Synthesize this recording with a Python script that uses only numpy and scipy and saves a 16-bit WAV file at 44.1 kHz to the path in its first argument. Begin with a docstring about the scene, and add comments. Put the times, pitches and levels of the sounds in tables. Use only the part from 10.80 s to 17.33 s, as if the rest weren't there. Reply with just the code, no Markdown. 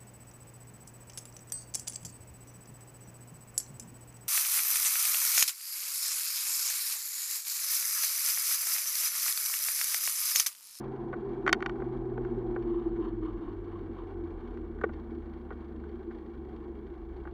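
"""The tyre tread of a bicycle hums lower as the bicycle slows between two queues of idling cars and vans.
It is heard from a cased camera on the handlebar: the hum is a tone at the rate of the tread blocks, and
road grain drones through the resonances of the mount and handlebar. Blows make the case knock, rattle
and tick by ringing its modes; the brake pads rub in short swells of resonant noise. Behind them are
shaped noises: air round the case, the growl of close cars, and a dull roar of traffic with diesel clatter."""
import sys
import numpy as np
from scipy import signal
from scipy.fft import rfft, irfft, next_fast_len
from scipy.io import wavfile
from scipy.ndimage import uniform_filter1d

SR = 44100
rng = np.random.default_rng(int(sys.argv[2]) if len(sys.argv) > 2 else 0)


def generate_wav(sig):
    """Save sig (samples, or channels by samples) to the path in sys.argv[1] as 16-bit PCM at SR."""
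    pcm = np.round(np.clip(np.atleast_2d(sig).T, -1, 1) * 32767).astype(np.int16)
    wavfile.write(sys.argv[1], SR, pcm)


N = 287973
HIT_SIZE = 4096  # length of one blow [samples]

# tread blocks meeting the road, in step with the speed: (time [s], block rate [Hz])
TREAD_RATE = [(0, 131.5), (.9, 127.1), (1.35, 123.5), (1.8, 117.5), (2.35, 108.1), (2.72, 97.43),
              (3.13, 92.34), (3.6, 81.34), (4.0, 76.53), (4.45, 73), (5.6, 69.7), (6.53, 64.2)]


def undb(db):
    """Amplitude ratio of a level in decibels."""
    return 10 ** (np.asarray(db) / 20)


def curve(table):
    """Linear interpolation in time of rows (time [s], value)."""
    rows = np.array(table)
    return np.interp(np.arange(N) / SR, rows[:, 0], rows[:, 1])


def swells(table):
    """Sum of Gaussian pulses (middle [s], length [s], height); height times length is the area of each."""
    t = np.arange(N) / SR
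    return sum(height * np.exp(-np.pi * ((t - s) / length_s) ** 2) for s, length_s, height in table)


def unit(x):
    """Normalise the mean power to 1."""
    return x / np.sqrt(np.mean(x ** 2))


def peak(x, db):
    """Normalise the largest excursion to a peak level [dB]."""
    return x * undb(db) / np.abs(x).max()


def steady(x, window_s):
    """Gain control: division by the running rms evens out slow swells and leaves quick flutter."""
    return x / np.sqrt(uniform_filter1d(x * x, int(window_s * SR)) + 1e-18)


def walk(rate):
    """Low-pass random modulation: steps drawn about rate times a second, smoothed twice, rms 1."""
    k = int(SR / rate)
    steps = rng.standard_normal(N)[np.arange(N) // k]
    smoother = uniform_filter1d(steps, k, mode="constant")
    return unit(uniform_filter1d(smoother, k, mode="constant"))


def turns(hz):
    """Phase [rad] as the time integral of a moving frequency."""
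    return 2 * np.pi * np.cumsum(hz) / SR


def wavering(phase, rate, spread):
    """Random quadrature modulation: spread 0 is a pure tone, 1 a narrow band of noise."""
    noise = walk(rate) * np.sin(phase) + walk(rate) * np.cos(phase)
    return unit((1 - spread) * np.sin(phase) + spread * noise)


def ring(x, modes, order=1):
    """Parallel resonators (centre [Hz], width [Hz], gain [dB]); order 2 steepens their skirts."""
    f = np.fft.rfftfreq(len(x), 1 / SR) + 1e-6  # keeps clear of division by zero
    response = 0
    for hz, width, db in modes:
        detuning = (f * f - hz * hz) / (f * width)
        response = response + undb(db) / (1 + 1j * detuning) ** order
    return irfft(rfft(x) * response, len(x))


def shaken(modes):
    """Random vibration: each resonance is kept ringing by its own white noise; the sum has rms 1."""
    size = next_fast_len(N, real=True)
    return unit(sum(ring(rng.standard_normal(size), [mode], order=2) for mode in modes)[:N])


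def band(x, lo_hz, hi_hz, order=2):
    """Butterworth band-pass filter."""
    return signal.sosfilt(signal.butter(order, [lo_hz, hi_hz], "band", fs=SR, output="sos"), x)


def colour(x, points):
    """Spectral shaping by (frequency [Hz], gain [dB]) points, joined on a logarithmic frequency axis."""
    hz, db = np.transpose(points)
    f = np.fft.rfftfreq(len(x), 1 / SR) + 1
    return irfft(rfft(x) * undb(np.interp(np.log(f), np.log(hz), db)), len(x))


def tyre(phase):
    """Periodic impact: tread blocks hum at their rate, slap more separately when slow, and dip at brake rubs."""
    # hum level before wavering and braking: (time [s], level [dB])
    hum_level = [(0, -45.5), (.55, -47), (.95, -53), (1.08, -40.5), (1.75, -46), (2.05, -47), (2.45, -42),
                 (3.6, -48), (4.3, -45), (5.55, -49.5), (6.53, -47)]
    tone = np.sin(phase) * (1 + 0.12 * walk(23))
    # the octave gains 4 dB each time the block rate halves
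    octave_db = -16.5 - 4 * np.log2(curve(TREAD_RATE) / 75)
    octave = undb(octave_db) * (1 + 0.25 * walk(16)) * np.sin(2 * phase + .3 * walk(20))
    rub = rubbing()
    duck = 1 - 0.87 * rub / rub.max()  # the hardest rub takes 87 % of the hum
    waver_db = 1.7 * walk(11)
    return unit(tone + octave) * duck * undb(curve(hum_level) + waver_db)


def shaking_db():
    """Forced vibration: level [dB] of the shaking by asphalt grain, raised in short swells."""
    # shaking by the grain of the asphalt: (time [s], level [dB])
    grain_level = [(0.0, -41), (1.54, -36), (1.78, -34), (2.11, -36.5), (2.78, -42), (3.71, -45.5),
                   (4.71, -47.5), (5.31, -45), (6.53, -46.5)]
    # short swells of the drone, from coarse asphalt or ringing on after a knock:
    # (middle [s], length [s], extra shaking [dB])
    drone_swells = [(.49, 0.08, 3.5), (.68, .09, 5.5), (.75, .05, 3.5), (1.94, 0.083, 6.5),
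                    (2.07, 0.033, 4.5), (2.21, .14, 5), (2.44, 0.062, 6.5), (3.43, .12, 6.5),
                    (3.8, 0.13, 4.5), (4.07, 0.11, 6.5), (4.35, 0.082, 7), (5.11, .1, 3), (5.29, 0.03, 6.5),
                    (5.89, 0.032, 8)]
    return curve(grain_level) + swells(drone_swells)


def road(phase):
    """Resonance: grain rings the mount, joined by the tread's third harmonic as it slides through."""
    # resonances of the mount: (centre [Hz], width [Hz], gain [dB])
    mount_modes = [(327.4, 26, -1), (344.7, 26, 2.5), (388.5, 52, -7.5), (435.2, 49, -14.5)]
    # where the third harmonic rings the mount: (centre [Hz], width [Hz], level over the grain [dB])
    third_modes = [(333.5, 38, 1.5), (388, 22, -4)]
    grain = shaken(mount_modes)
    third_hz = 3 * curve(TREAD_RATE)
    nearness = sum(undb(db) * np.exp(-((third_hz - hz) / width) ** 2) for hz, width, db in third_modes)
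    third = nearness * wavering(3 * phase, rate=44, spread=.68)
    return steady(grain + third, window_s=.09) * undb(shaking_db() + 0.68)


def frame(phase):
    """Resonance: tread overtones and grain boom in the handlebar; the frame bounces on the air in the tyres."""
    # tread overtones that boom: (multiple of the block rate [1], level at resonance [dB])
    overtones = [(1.679, -44), (2.0, -47), (3.0, -49.5), (3.3, -51)]
    # bounce of the frame, before a trim of -0.94 dB: (time [s], level [dB])
    bounce_level = [(0, -53), (.9, -46.5), (1.25, -42.5), (2.5, -40.5), (2.95, -46.5), (3.7, -43),
                    (4.9, -50.5), (6.05, -52), (6.3, -45), (6.53, -51)]
    boom_hz, boom_width_hz = 237, 24
    block_hz = curve(TREAD_RATE)
    grain_db = shaking_db() - 14.5  # the handlebar's share of the road grain
    boom = shaken([(boom_hz, boom_width_hz, 0)]) * undb(grain_db)
    for multiple, db in overtones:
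        nearness = np.exp(-((multiple * block_hz - boom_hz) / boom_width_hz) ** 2)
        tone = steady(wavering(multiple * phase, rate=30, spread=.58), window_s=.15)
        boom = boom + undb(db) * nearness * tone
    bounce = steady(shaken([(42, 11, 0)]), window_s=.17)
    return boom + bounce * undb(curve(bounce_level) - 0.94)


def rubbing():
    """Contact strength: the amplitude of friction swells each time the brake pads touch the wheel."""
    # touches of the brake pads: (middle [s], length [s], level [dB])
    pad_touches = [(1.973, 0.28, -55), (2.255, 0.082, -49.5), (2.462, 0.077, -50.5), (2.657, 0.2, -56.5),
                   (2.941, 0.15, -58.5), (3.2, 0.11, -53), (3.682, 0.15, -57.5), (5.784, 0.1, -64)]
    return swells([(s, length_s, undb(db)) for s, length_s, db in pad_touches])


def brake():
    """Friction noise: random scraping excites the resonances of the brake, with a quick flutter."""
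    # resonances of the rubbing brake: (centre [Hz], width [Hz], gain [dB])
    pad_modes = [(1064, 260, 7), (1750, 320, -13), (2160, 170, -15.5), (3015, 700, -16.5),
                 (3660, 100, -17.5), (4306, 89, -21.5)]
    flutter_db = 2.65 * walk(120)
    return shaken(pad_modes) * rubbing() * undb(flutter_db)


def contact(chatter_s):
    """Impulsive excitation: a push, then exponentially decaying chatter between the touching parts."""
    t = np.arange(HIT_SIZE) / SR
    push = 0.79 * rng.standard_normal(HIT_SIZE) * np.exp(-t / chatter_s)
    push[0] += 1
    return push


def blow(chatter_s, treble_db, thud_db, top_hz):
    """Modal response: a softer contact loses treble, a heavier one reaches the low modes of the case."""
    # modes of the camera case: (centre [Hz], width [Hz], level [dB])
    case_modes = [(440, 120, -9), (740, 250, -5), (1150, 260, -2.5), (1475, 190, -0.5), (1840, 270, -2.5),
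                  (2195, 250, -4), (2760, 290, -12), (3098, 280, -9.5), (3630, 300, -13.5),
                  (4450, 190, -13), (5650, 1200, -14.5), (7150, 580, -25.5)]
    sound = 0
    for hz, width, db in case_modes:
        treble = treble_db * max(np.log2(hz / 1500), 0)  # dB per octave above 1500 Hz
        thud = thud_db * max(np.log(1150 / hz), 0)  # dB per factor e below 1150 Hz
        mode = unit(ring(contact(chatter_s), [(hz, width, 0)], order=2))
        sound = sound + undb(db + treble + thud) * mode
    return signal.sosfilt(signal.butter(7, top_hz, fs=SR, output="sos"), sound)


def add(out, s, x):
    """Superposition: mix x into out at time s [s]."""
    i = int(s * SR)
    out[i:i + len(x)] += x[:N - i]


def knocks():
    """Impact: hard clacks are brighter, bumps dull, ticks thin; jolts add a damped thump of the mount."""
    # clacks of the case in its mount:
    # (time [s], peak [dB], treble slope [dB per octave], chatter decay [s])
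    clacks = [(0.6643, -19, -15.5, 0.0039), (0.6769, -12.5, -9, 0.0017), (0.6912, -18.5, -5, 0.0034),
              (0.7281, -3.5, 2.26, 0.0011), (0.742, -31, -5.5, 0.0033), (0.8043, -32, -7.5, 0.0014),
              (0.8242, -22.5, -8, 0.0011), (0.8605, -20.5, -5, 0.0018), (0.8949, -29.5, -6.5, 0.0013),
              (1.4485, -37, -12, 0.0016), (3.773, -43.5, -12, 0.0015), (3.987, -43, -23, 0.0013),
              (4.0123, -30.5, -26, 0.0031), (4.0396, -21.5, -19.5, 0.002)]
    # knocks from bumps in the road: (time [s], peak [dB], thud slope [dB per factor e in frequency])
    bump_knocks = [(0.3285, -30.5, 8), (0.3373, -32.5, 8), (0.955, -37, 17), (0.9998, -41, 3),
                   (1.0205, -30.5, 14.5), (1.3759, -28, 22), (1.7614, -27, 14.5), (4.0365, -22, 6),
                   (4.0544, -47.5, 10), (4.0913, -35, 10.5), (4.7052, -34, 12), (4.7197, -37.5, 4.5),
                   (5.0364, -44, 5), (5.3094, -42, 0.5), (5.8515, -56, 11), (6.4522, -36.5, 14.5),
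                   (6.4725, -33.5, 4)]
    # the front wheel drops over a seam: (time [s], peak [dB])
    seam_jolts = [(0.664, -34.5), (4.0401, -18.5)]
    # light ticks of the running gear: (time [s], peak [dB])
    gear_ticks = [(1.822, -49.5), (3.0092, -58.5), (3.1108, -61.5), (4.133, -50.5), (4.348, -56),
                  (4.5344, -53), (4.88, -62.5), (5.09, -54), (5.7612, -54.5), (6.0668, -56.5)]
    out, t = np.zeros(N), np.arange(HIT_SIZE) / SR
    for s, db, treble_db, chatter_s in clacks:
        clack = blow(chatter_s, treble_db, thud_db=-7.5, top_hz=7800)
        add(out, s, peak(clack, db))
    for s, db, thud_db in bump_knocks:
        knock = blow(chatter_s=0.0046, treble_db=-26, thud_db=thud_db, top_hz=4080)
        add(out, s, peak(knock, db))
    for s, db in seam_jolts:
        envelope = (1 - np.exp(-t / 0.00067)) * np.exp(-t / 0.0036)
        add(out, s, peak(np.sin(2 * np.pi * 440 * t) * envelope, db))
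    for s, db in gear_ticks:
        tick = blow(chatter_s=0.0061, treble_db=-0.5, thud_db=-2.5, top_hz=5270)
        add(out, s, peak(band(tick, 1600, 8000, order=3), db))
    return out


def wind():
    """Flow noise: air rushes round the case with an amplitude in proportion to the speed."""
    # colour of the air streaming past the case: (frequency [Hz], density [dB per Hz])
    rush_colour = [(20, -7.5), (60, -4.5), (100, 0.5), (160, 0.5), (210, 4.5), (285, 3), (400, 0.5),
                   (480, 0), (560, -14.5), (900, -34), (3000, -76.5)]
    speed_db = 20 * np.log10(curve(TREAD_RATE) / 100)
    gust_db = 1.3 * walk(9)
    rush = unit(colour(rng.standard_normal(N), rush_colour))
    return rush * undb(-49.5 + speed_db + gust_db)


def near_cars():
    """Inverse-square law: fans and engines growl through the wheel arches of close cars, fading with distance."""
    # vehicles passed at arm's length: (time abreast [s], level abreast [dB])
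    passes = [(.22, -53), (.85, -48.5), (1.7, -54), (2.05, -58.5), (3.45, -62.5), (6.45, -63.5)]
    pass_s = 0.14  # time to ride as far as the gap to those cars
    t = np.arange(N) / SR
    power = sum(undb(db) ** 2 / (1 + ((t - s) / pass_s) ** 2) for s, db in passes)
    growl = shaken([(742.4, 120, 1.5), (820, 300, -3.0), (1020, 97, -5.5)])
    return growl * np.sqrt(power) * undb(walk(60))


def traffic():
    """Noise modulation: engines and tyres roar dully; the nearest diesels clatter once per firing."""
    # colour of the roar through the case: (frequency [Hz], density [dB per Hz])
    roar_colour = [(300, -17), (500, -5.5), (620, -6), (760, 2), (900, -3), (1100, -1.5), (1280, -9),
                   (1500, -7), (1750, -13.5), (2100, -24.5), (3000, -41), (5000, -77)]
    # colour of the engine clatter through the case: (frequency [Hz], density [dB per Hz])
    clatter_colour = [(900, -33), (1800, 2.5), (2030, -4), (2250, 5.5), (2550, -15), (2780, -2.5),
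                      (3000, -11), (3200, -3.5), (3650, -10.5), (4100, -12), (4550, -14), (4950, -22.5),
                      (6400, -26.5), (8000, -40), (12000, -63)]
    t = np.arange(N) / SR
    firing = np.cumsum(27 * (1 + 0.078 * walk(1))) / SR % 1  # place in the cycle, about 27 firings a second
    knock = 1 + 1.7 * np.exp(-firing / 0.27)
    flutter, swell = walk(45), walk(7)
    roar_noise = rng.standard_normal(N) * undb(1.4 * flutter)
    roar = unit(colour(roar_noise, roar_colour))
    clatter_noise = rng.standard_normal(N) * knock * undb(1.3 * flutter + 1.5 * walk(210))
    clatter = unit(colour(clatter_noise, clatter_colour))
    # both fall steadily [dB per s] as the queue thins out towards the junction
    roar_db = -53.5 - 1.0 * t + .3 * swell
    clatter_db = -70 - 0.28 * t + 0.53 * swell
    return roar * undb(roar_db) + clatter * undb(clatter_db)


def scene():
    """Superposition of bicycle and street at the handlebar; one phase locks all tread harmonics."""
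    phase = turns(curve(TREAD_RATE))
    bicycle = tyre(phase) + road(phase) + frame(phase) + brake() + knocks()
    street = wind() + near_cars() + traffic()
    fade_in = np.minimum(np.arange(N) / 200, 1)
    return (fade_in * (bicycle + street))[None]


def record(dry):
    """Saturation and band limit: the microphone flattens the hardest clack, hisses and loses the very top."""
    ceiling = undb(-10.2)
    held = dry / (1 + (dry / ceiling) ** 6) ** (1 / 6)
    hiss = undb(-89.0) * rng.standard_normal(dry.shape)
    low_pass = signal.ellip(8, .2, 70, 15600, fs=SR, output="sos")  # ripple and stop band [dB], edge [Hz]
    return signal.sosfilt(low_pass, held + hiss)


dry = scene()
out = record(dry)
generate_wav(out)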